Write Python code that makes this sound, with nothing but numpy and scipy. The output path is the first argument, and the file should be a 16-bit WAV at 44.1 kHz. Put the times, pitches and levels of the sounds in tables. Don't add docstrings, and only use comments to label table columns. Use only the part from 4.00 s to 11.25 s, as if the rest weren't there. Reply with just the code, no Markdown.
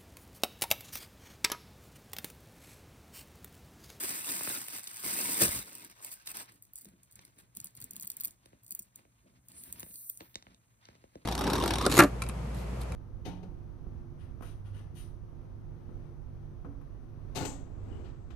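import sys
import numpy as np
from scipy import signal
from scipy.fft import rfft, irfft, next_fast_len
from scipy.io import wavfile
from scipy.ndimage import uniform_filter1d

SR = 44100
rng = np.random.default_rng(int(sys.argv[2]) if len(sys.argv) > 2 else 0)


def file_out(sig):
    cols = np.atleast_2d(sig).T
    lim = np.clip(cols, -1, 1)
    pcm = np.round(lim * 32767).astype(np.int16)
    wavfile.write(sys.argv[1], SR, pcm)


N = 319725

# f/Hz, level/dB
CRACKLE_SPECTRUM = [(4500, 1), (5500, -15), (6500, -3.5), (8000, 6), (10000, 2), (12300, 1.5), (14500, 0),
                    (15900, 4.5)]
# f/Hz, level/dB
SHEET_SPECTRUM = [(500, -11), (800, -5.5), (1500, -0.5), (2100, -2.5), (2700, -4), (3200, -7), (4000, -5),
                  (5500, -4.5), (7000, -11)]
# t/s, level/dB, share of the top mode/dB
LINK_TOUCHES = [(2.623, -46, -2), (2.651, -54, -7), (2.7342, -45.5, 0), (2.7561, -37, -11),
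                (2.764, -45, -14), (2.777, -47, -22), (2.7849, -41, -9), (2.811, -51, -6),
                (2.8167, -48, -4), (2.846, -45, -6), (2.855, -50, -8), (2.886, -56, -10), (3.0316, -50, -9),
                (3.111, -54, -8), (3.123, -52, -5), (3.129, -55, -8), (3.1556, -43, -11), (3.212, -59, -12),
                (3.2501, -46.5, -12), (3.3869, -53, -23), (3.55, -48.5, -10), (3.5585, -49, -13),
                (3.5652, -44, -3), (3.5693, -33.5, -6), (3.6006, -35, -10), (3.6128, -44, -14),
                (3.643, -33, -3.5), (3.656, -41, -4), (3.669, -41, -15), (3.751, -46, 5), (3.766, -49, -7),
                (3.772, -43, -22), (3.802, -41, -4), (3.8145, -38.5, -3), (3.823, -40, -7),
                (3.841, -34, -7.5), (3.908, -35, -5), (3.933, -43.5, -3), (3.957, -43, -7),
                (3.964, -34.5, -5), (3.9972, -35, 1), (4.009, -38, -11), (4.015, -44, -2),
                (4.024, -35.5, -3), (4.0306, -37, -9), (4.047, -41, 1), (4.055, -42, -11),
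                (4.07, -37.5, -16), (4.074, -35, -1), (4.1007, -29, -2), (4.1161, -35.5, -25),
                (4.167, -36, -2.5), (4.169, -41, -3), (4.199, -40, -10), (4.207, -33, 3.5),
                (4.2117, -33, -2.5), (4.223, -50, -2), (4.235, -33, -9), (4.2415, -36, -3),
                (4.247, -27.5, 0), (4.2534, -28, -2), (4.272, -40, -10), (4.2791, -40, -6),
                (4.307, -47.5, -12), (4.457, -55.5, -31.5), (4.634, -55, 4.5), (4.646, -52.5, 4),
                (4.6634, -48, -5), (4.679, -49, -4), (4.692, -53, 0), (4.7071, -32.5, -2),
                (4.717, -38, -10), (4.722, -33, -1), (4.749, -32, -3), (4.7912, -32, -3.5),
                (4.7945, -37, -16), (4.821, -48, -2), (4.9576, -40.5, -9), (5.4843, -44, -7),
                (5.5172, -48.5, -18), (5.636, -38.5, -5), (5.725, -31, -4.5), (5.7957, -37, -5.5),
                (5.803, -38, -7), (5.94, -42, -0.5), (5.956, -39.5, -13), (6.0937, -43.5, -3),
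                (6.0976, -30.5, 0), (6.1729, -40, -17.5)]


def paper_drive():
    # t/s, crackle level/dB
    working = [(0.0, -41.5), (0.11, -39.5), (0.14, -41.5), (0.24, -44), (0.31, -38.5), (0.39, -42.5),
               (0.48, -39.5), (0.57, -40.5), (0.66, -51), (0.76, -42.5), (0.82, -53), (1.02, -48.5),
               (1.05, -39.5), (1.394, -37.5), (1.418, -26.5), (1.446, -33.5), (1.492, -39), (1.532, -40),
               (1.562, -38.5), (1.63, -49.5)]
    # t/s, duration/s, crackle level/dB, sheet level/dB, flap level/dB
    rustles = [(1.629, 0.23, -54, -55.5, -61), (1.9, 0.011, -59, -57.5, -67.5),
               (1.962, 0.27, -63.5, -62.5, -81), (2.029, 0.06, -49, -55.5, -66.5),
               (2.12, 0.0079, -43.5, -54.5, -75), (2.271, 0.036, -47.5, -51, -67),
               (2.346, 0.07, -47.5, -49, -62.5), (2.49, 0.063, -64, -85, -73),
               (2.774, 0.049, -58.5, -72, -91), (3.237, 0.053, -73, -71, -76),
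               (3.367, 0.042, -64, -75.5, -77)]
    crackle, = gain_curves(working)
    grip = crackle / amp(-40)
    worked = (crackle, amp(-43) * grip ** 1.024, amp(-52.5) * grip ** 1.73)
    start, length, *levels = np.transpose(rustles)
    return [np.maximum(gain, swells(start, length, db, rise=760, fall=420))
            for gain, db in zip(worked, levels)]


def paper_crumpling():
    panel_hz = np.array([950, 1500, 2200, 2650, 3600])
    crackle_gain, sheet_gain, flap_gain = paper_drive()
    busy = np.clip(crackle_gain / amp(-40), .03, 6) ** .5
    out = 0
    for lag in (12, 16, 21):
        fine = grains(700 * busy, spread_db=3.8, clump_db=3, t60=.003, bed=.9 * busy) / busy ** .4
        large = grains(250 * busy, spread_db=3, clump_db=3.5, t60=.012, bed=1) / busy ** .55
        coarse = .5 * fine + large
        noise = rng.standard_normal(N)
        crackle = waver(unit_rms(colour(fine * noise, CRACKLE_SPECTRUM)), 7684, 7800, swing_db=-1.5)
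        sheet = unit_rms(colour(coarse * noise, SHEET_SPECTRUM))
        for hz in panel_hz * rng.uniform(.92, 1.08, len(panel_hz)):
            sheet = waver(sheet, .93 * hz, 1.07 * hz, swing_db=4.5)
        # f/Hz, level/dB
        flap_spectrum = [(40, -15.5), (60, -11.5), (120, -5.5), (210, 0.5), (300, 1.5), (420, -5),
                         (600, -6), (900, -34)]
        flap = unit_rms(colour(coarse * noise, flap_spectrum))
        out += ports(crackle_gain * crackle + sheet_gain * unit_rms(sheet), lag)
        out += ports(flap_gain * flap, lag / 2)
    return out / np.sqrt(3)


def crease_snaps():
    # t/s, level/dB
    snaps = [(0.036, -19.5), (0.092, -21), (0.2585, -29), (0.372, -32), (0.496, -27), (0.6645, -35),
             (0.6843, -24.5), (0.7848, -29), (0.8328, -32), (0.841, -31.5), (0.8754, -26), (0.9137, -34),
             (0.943, -34), (0.962, -31), (0.969, -25), (0.995, -33), (1.003, -32), (1.038, -30),
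             (1.063, -21), (1.111, -34), (1.2161, -46), (1.3685, -31), (1.394, -18), (1.4125, -25),
             (1.5618, -42), (1.574, -30), (1.752, -28), (1.847, -31), (1.914, -39.5), (2.047, -24.5),
             (2.2716, -29), (2.3155, -28.5), (2.344, -41), (2.37, -24)]
    times, level_db = np.transpose(snaps)
    bursts = rng.choice([-1., 1.], N) * decay(impulses(times, amp(level_db)), t60=.007)
    return ports(amp(-3) * colour(bursts, CRACKLE_SPECTRUM) + amp(-8) * colour(bursts, SHEET_SPECTRUM), 19)


def fold_pops():
    # t/s, level/dB, relative thud level/dB, relative edge level/dB
    pops = [(0.04, -39, -16, -17), (0.409, -23.5, -27, -36), (0.474, -22, -20, -36), (0.507, -45, -37, -13),
            (0.542, -38, -35, -8), (0.683, -33, -25, -11.5), (0.754, -39, -30, -20), (0.787, -35, -39, -20),
            (0.873, -60.5, 0.5, 18.5), (1.037, -27.5, -20, -24), (1.062, -28.5, -15.5, -30),
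            (1.195, -49, -15.5, -11), (1.416, -37, -28, -8), (1.59, -36.5, -10.5, -5),
            (2.274, -45, -16, 7.5), (2.377, -38, -18, -20)]
    # f/Hz, level/dB, T60/s
    paper_modes = [(210.6, 7, 0.049), (377.3, 14, 0.023)]
    return impacts(pops, paper_modes, lag=5.7)


def air_puffs():
    # t/s, duration/s, level/dB
    puffs = [(1.466, .012, -46.5), (1.48, 0.03, -55), (1.537, 0.019, -49.5)]
    air = band(band(rng.standard_normal(N), 40.2, 142), 40.2, 142)
    return swells(*np.transpose(puffs), rise=690, fall=260) * unit_rms(air)


def chain_ticks():
    # f/Hz, level/dB
    rattle_spectrum = [(5500, -10), (6500, -5.5), (8500, -0.5), (10000, 1.5), (12000, 2), (13500, -17),
                       (16000, -12)]
    # f/Hz, level/dB, T60/s
    clink_modes = [(2590, -52.5, 0.013), (3660, -57, 0.032), (4520, -28.5, 0.0062), (10150, -38.5, 0.023)]
    times, touch_db, share_db = np.transpose(LINK_TOUCHES)
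    share = np.clip(amp(share_db), 0, .95)
    noise = rng.choice([-1., 1.], N)

    def bursts(gains):
        held = signal.lfilter(np.ones(80), [1], impulses(times, amp(touch_db) * gains))
        return noise * (signal.lfilter([.07], [1, -.93], held) + .003 * decay(held, .02))

    broad, bright = bursts(np.sqrt(1 - share ** 2)), bursts(share)
    rattle = amp(3.5) * colour(broad, rattle_spectrum) + amp(-16.5) * band(broad, 3320, 3500)
    top = amp(-45) * ring(bright, hz=14550, t60=.033) + amp(11) * band(bright, 13500, 17000)
    strengths = amp(4 * rng.standard_normal((len(times), len(clink_modes))))
    clink = sum(amp(db) * ring(bursts(strength), hz, t60)
                for strength, (hz, db, t60) in zip(strengths.T, clink_modes))
    return ports(rattle + clink + top, 15)


def chain_jingle():
    times, touch_db, _ = np.transpose(LINK_TOUCHES)
    gain = swells(times, 0, -59 + .49 * (touch_db + 40), rise=2800, fall=350)
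    links = grains(370, spread_db=2.5, clump_db=5.5, t60=.002, bed=.75) * rng.standard_normal(N)
    return ports(gain * unit_rms(colour(links, CRACKLE_SPECTRUM)), 14.1)


def bag_knocks():
    # t/s, level/dB, relative thud level/dB, relative edge level/dB
    knocks = [(2.854, -47.5, -9, -9), (3.192, -38.5, -27, -15), (3.386, -48.5, -12, -14.5),
              (4.459, -47, -6.5, -13.5), (4.531, -47.5, -3.5, -39), (4.993, -47, -10, -28),
              (5.052, -49.5, -10.5, -29), (5.83, -29.5, -13.5, -18.5), (5.864, -41, -11.5, -34),
              (5.91, -51, -7.5, -14), (6.204, -43, -41, -9.5), (6.207, -30, -12, -23.5),
              (6.218, -43, -4, -21), (6.344, -55, -21, 1), (6.356, -30, -11.5, -7.5),
              (6.425, -43.5, -17, -12), (6.468, -34.5, -15, -47), (6.546, -60.5, -13.5, -1),
              (6.854, -57.5, -12, 3.5), (6.887, -38, -10, -22), (6.952, -47, -10, -22),
              (7.04, -46.5, -0.5, -25), (7.155, -38, -1, -21.5)]
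    # f/Hz, level/dB, T60/s
    box_modes = [(123, -31, 0.57), (242, -13, 0.12), (386, 0, 0.024), (538, 14.5, 0.0197), (653, -7, 0.051)]
    return impacts(knocks, box_modes, lag=19)


def bag_slide():
    # t/s, swish level/dB, level of the bands above 12 kHz/dB
    sliding = [(5.45, -89.5, -83), (5.53, -69, -82), (5.58, -53.5, -72), (5.64, -62, -62), (5.76, -69, -71),
               (5.82, -61, -64), (5.87, -64.5, -65), (5.97, -55.5, -58), (6.08, -57.5, -58.5),
               (6.35, -86.5, -81), (6.42, -100, -100)]
    swish, top = gain_curves(sliding)
    out = 0
    for low_hz in range(4000, 16000, 1000):
        rolloff_db = max(-4 * abs(low_hz - 9500) / 1000, -19)
        gain = swish * amp(rolloff_db) if low_hz < 12000 else top
        flicker = amp(2.5 * drift(7))
        out += gain * flicker * unit_rms(band(rng.standard_normal(N), low_hz, low_hz + 1000))
    return ports(out, 22)


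def box_bumps():
    # t/s, level/dB, f/Hz
    bumps = [(0.035, -40, 361), (2.858, -49, 198), (2.929, -54.5, 195), (3.368, -59, 218), (3.57, -52, 219),
             (3.603, -49.5, 140), (3.651, -60, 196), (3.771, -51, 130), (3.815, -47.5, 131),
             (3.84, -56, 260), (3.894, -61, 191), (3.93, -53, 206), (3.969, -53.5, 195), (4.031, -57, 183),
             (4.714, -53.5, 199), (4.796, -53.5, 201), (6.211, -47.5, 332), (7.157, -47.5, 281)]
    rise_s, t60 = .0034, .055
    out, t = np.zeros(N + SR), np.arange(int(.15 * SR)) / SR
    for start, db, hz in bumps:
        envelope = amp(db + 6.5 - 60 * t / t60) * (1 - np.exp(-t / rise_s))
        phase = 2 * np.pi * hz * t
        out[int(start * SR):][:len(t)] += envelope * (np.sin(phase) + .31 * np.sin(1.7 * phase))
    return ports(out[:N], 8)


def leather_handling():
    # t/s, duration/s, rub level/dB, rumble level/dB
    grips = [(2.466, 0.037, -68.5, -87), (2.859, 0.0073, -74, -66), (2.919, 0.011, -93, -68),
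             (3.158, 0.038, -72, -70.5), (3.379, 0.016, -71.5, -69.5), (3.559, 0.1, -73.5, -71.5),
             (3.774, 0.11, -70, -67), (3.902, 0.22, -71.5, -70), (4.169, 0.11, -69.5, -70),
             (4.425, 0.052, -81, -76), (4.521, 0.017, -77.5, -71.5), (4.73, 0.02, -96, -76),
             (4.763, 0.011, -76, -69), (4.969, 0.022, -76, -68.5), (5.255, 0.1, -88.5, -68.5),
             (5.501, 0.15, -74.5, -66.5), (5.655, 0.074, -69.5, -63.5), (5.762, 0.06, -67, -62),
             (5.896, 0.018, -79, -69), (6.214, 0.022, -70, -68), (6.354, 0.017, -78, -80),
             (6.468, 0.047, -77, -67), (6.829, 0.076, -71.5, -88), (6.9, 0.021, -70.5, -68.5),
             (7.028, .02, -80, -76), (7.142, 0.074, -77, -71.5)]
    # f/Hz, level/dB
    leather_spectrum = [(400, -12), (600, -4), (900, 3.5), (1400, 4.5), (2400, 4), (3200, 0), (4500, 0),
                        (6500, -7.5)]
    # f/Hz, level/dB
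    rumble_spectrum = [(40, -15), (60, 2.5), (110, -3.5), (210, 0.5), (300, -5.5), (450, -13), (700, -11.5)]
    start, length, rub_db, rumble_db = np.transpose(grips)
    held = np.arange(N) > 2.1 * SR
    rub_gain = swells(start, length, rub_db, rise=530, fall=240) + held * amp(-83)
    rumble_gain = swells(start, length, rumble_db, rise=530, fall=240) + held * amp(-78)
    rub = 0
    for lag in (13, 22):
        friction = grains(300, spread_db=0, clump_db=4.5, t60=.041, bed=.25) * rng.standard_normal(N)
        rub += ports(rub_gain * unit_rms(colour(friction, leather_spectrum)), lag)
    rumble = amp(1.9 * drift(20)) * unit_rms(colour(rng.standard_normal(N), rumble_spectrum))
    return rub + ports(rumble_gain * rumble, 14.1)


def sleeve_scrapes():
    # t/s, duration/s, level/dB
    scrapes = [(1.975, 0.11, -65.5), (2.355, 0.066, -56.5), (2.476, 0.0059, -64)]
    drag = grains(500, spread_db=-1, clump_db=4.5, t60=.012, bed=.3) * rng.standard_normal(N)
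    gain = swells(*np.transpose(scrapes), rise=360, fall=650)
    return ports(gain * unit_rms(band(drag, 437, 1230)), 14)


def reverberation(x, t60=.2):
    t = np.arange(int(.4 * SR)) / SR
    white = rng.standard_normal((3, len(t)))
    white = .85 * white[0] + .5 * white[1:]
    dull = signal.lfilter([.3], [1, -.7], white)
    tail = (dull * amp(-60 * t / t60) + (white - dull) * amp(-120 * t / t60)) * (t > .003)
    tail /= np.sqrt(np.sum(tail ** 2, axis=1, keepdims=True))
    return signal.fftconvolve(x, tail, axes=1)[:, :N]


def noise_floor():
    # f/Hz, level/dB
    floor_spectrum = [(30, -9), (50, 13.5), (120, -11.5), (250, -21), (500, -12.5), (1000, -14.5),
                      (2200, -21.5), (4000, -39.5), (6500, -15.5), (10000, -18.5), (16000, -24.5)]
    common, left, right = (colour(white, floor_spectrum) for white in rng.standard_normal((3, N)))
    air = unit_rms(.27 * ports(common, 7.1) + 1.2 * np.array([left, right]))
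    hum = unit_rms(band(rng.standard_normal(N), 105.5, 127.5))
    return amp(-73.5) * (air + hum)


def impacts(rows, modes, lag):
    times, db, thud_db, edge_db = np.transpose(rows)
    hit, thud, edge = (impulses(times, amp(db + extra)) for extra in (0, thud_db, edge_db))
    rough = rng.standard_normal(N)
    contact = band(hit + .1 * rough * decay(hit, .006), 400, 2900)
    click = amp(14) * butterworth(contact, 2, 3200, "low")
    click -= amp(23) * band(edge + .26 * rough * decay(edge, .009), 2900, 6500)
    click += amp(2) * ring(edge, hz=3700, t60=.015)
    push = butterworth(thud, 2, 450, "low")
    low = sum(amp(mode_db - 7) * ring(push, hz, t60) for hz, mode_db, t60 in modes)
    return ports(click + low, lag)


def grains(per_s, spread_db, clump_db, t60, bed):
    sizes = amp(spread_db * np.minimum(rng.exponential(1, N), 3))
    born = rng.random(N) < per_s * amp(clump_db * drift(35)) / SR
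    return unit_rms(unit_rms(decay(sizes * born, t60)) + bed)


def swells(start, length, level_db, rise, fall):
    t = np.arange(0, N + 64, 64) / SR
    early = np.maximum(start[:, None] - t, 0)
    late = np.maximum(t - (start + length)[:, None], 0)
    loudest_db = np.max(level_db[:, None] - rise * early - fall * late, axis=0)
    return amp(np.interp(np.arange(N) / SR, t, loudest_db))


def gain_curves(rows):
    times, *levels = np.transpose(rows)
    return [amp(np.interp(np.arange(N) / SR, times, db, left=-140, right=-140)) for db in levels]


def waver(x, low_hz, high_hz, swing_db):
    return x + (amp(swing_db * drift(17)) - 1) * band(x, low_hz, high_hz)


def drift(rate_hz):
    r = np.exp(-2 * np.pi * rate_hz / SR)
    return unit_rms(signal.lfilter([1], [1, -2 * r, r * r], rng.standard_normal(N + 9000))[9000:])


def colour(x, spectrum):
    size = 8192
    hz = np.arange(size // 2 + 1) * SR / size
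    point_hz, point_db = np.transpose(spectrum)
    db = np.interp(np.log(hz + 1), np.log(point_hz), point_db, left=-50, right=-50)
    cepstrum = irfft(uniform_filter1d(np.log(amp(db)), size=5), size)
    cepstrum[1:size // 2] *= 2
    cepstrum[size // 2 + 1:] = 0
    return signal.oaconvolve(x, irfft(np.exp(rfft(cepstrum)), size))[:N]


def impulses(times, gains):
    out = np.zeros(N)
    np.add.at(out, np.round(times * SR).astype(int), gains)
    return out


def decay(clicks, t60):
    return signal.lfilter([1], [1, -amp(-60 / (t60 * SR))], clicks + 1e-18)


def ring(force, hz, t60):
    r, w = amp(-60 / (t60 * SR)), 2 * np.pi * hz / SR
    return signal.lfilter([0, np.sin(w)], [1, -2 * r * np.cos(w), r * r], force + 1e-18)


def ports(x, lag):
    return np.array([x, np.interp(np.arange(N) - lag, np.arange(N), x)])


def delay(x, lag):
    size = next_fast_len(N + 256)
    shift = np.exp(-2j * np.pi * np.arange(size // 2 + 1) * lag / size)
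    return irfft(rfft(x, size) * shift, size)[..., :N]


def butterworth(x, order, hz, kind):
    return signal.sosfilt(signal.butter(order, hz, kind, fs=SR, output="sos"), x)


def band(x, low_hz, high_hz):
    return butterworth(x, 2, [low_hz, high_hz], "band")


def amp(db):
    return 10 ** (np.asarray(db) / 20)


def unit_rms(x):
    return x / np.sqrt(np.mean(x ** 2) + 1e-20)


def scene():
    direct = paper_crumpling() + air_puffs() + crease_snaps() + fold_pops()
    direct += box_bumps() + sleeve_scrapes() + leather_handling() + chain_jingle()
    direct += bag_slide() + chain_ticks() + bag_knocks()
    return direct + amp(-15) * reverberation(direct) + noise_floor()


def record(dry):
    crossover_hz, allpass_hz, cutoff_hz = 5800, 132.3, 16800
    lows = butterworth(dry, 6, crossover_hz, "low")
    lows -= np.array([[-.3], [.45]]) * band(lows, 500, 1100)
    treble, right_treble = butterworth(dry, 6, crossover_hz, "high")
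    leak = .35 * delay(right_treble, 90)
    mixed = lows + np.array([delay(treble, 9.5) + leak, treble - leak])
    mixed = butterworth(mixed, 4, 40, "high")
    b, a = signal.bilinear([1, -2 * np.pi * allpass_hz], [1, 2 * np.pi * allpass_hz], SR)
    for _ in range(6):
        mixed = signal.lfilter(-b, a, mixed)
    return signal.sosfilt(signal.cheby2(12, 70, cutoff_hz, fs=SR, output="sos"), mixed)


dry = scene()
out = record(dry)
file_out(out)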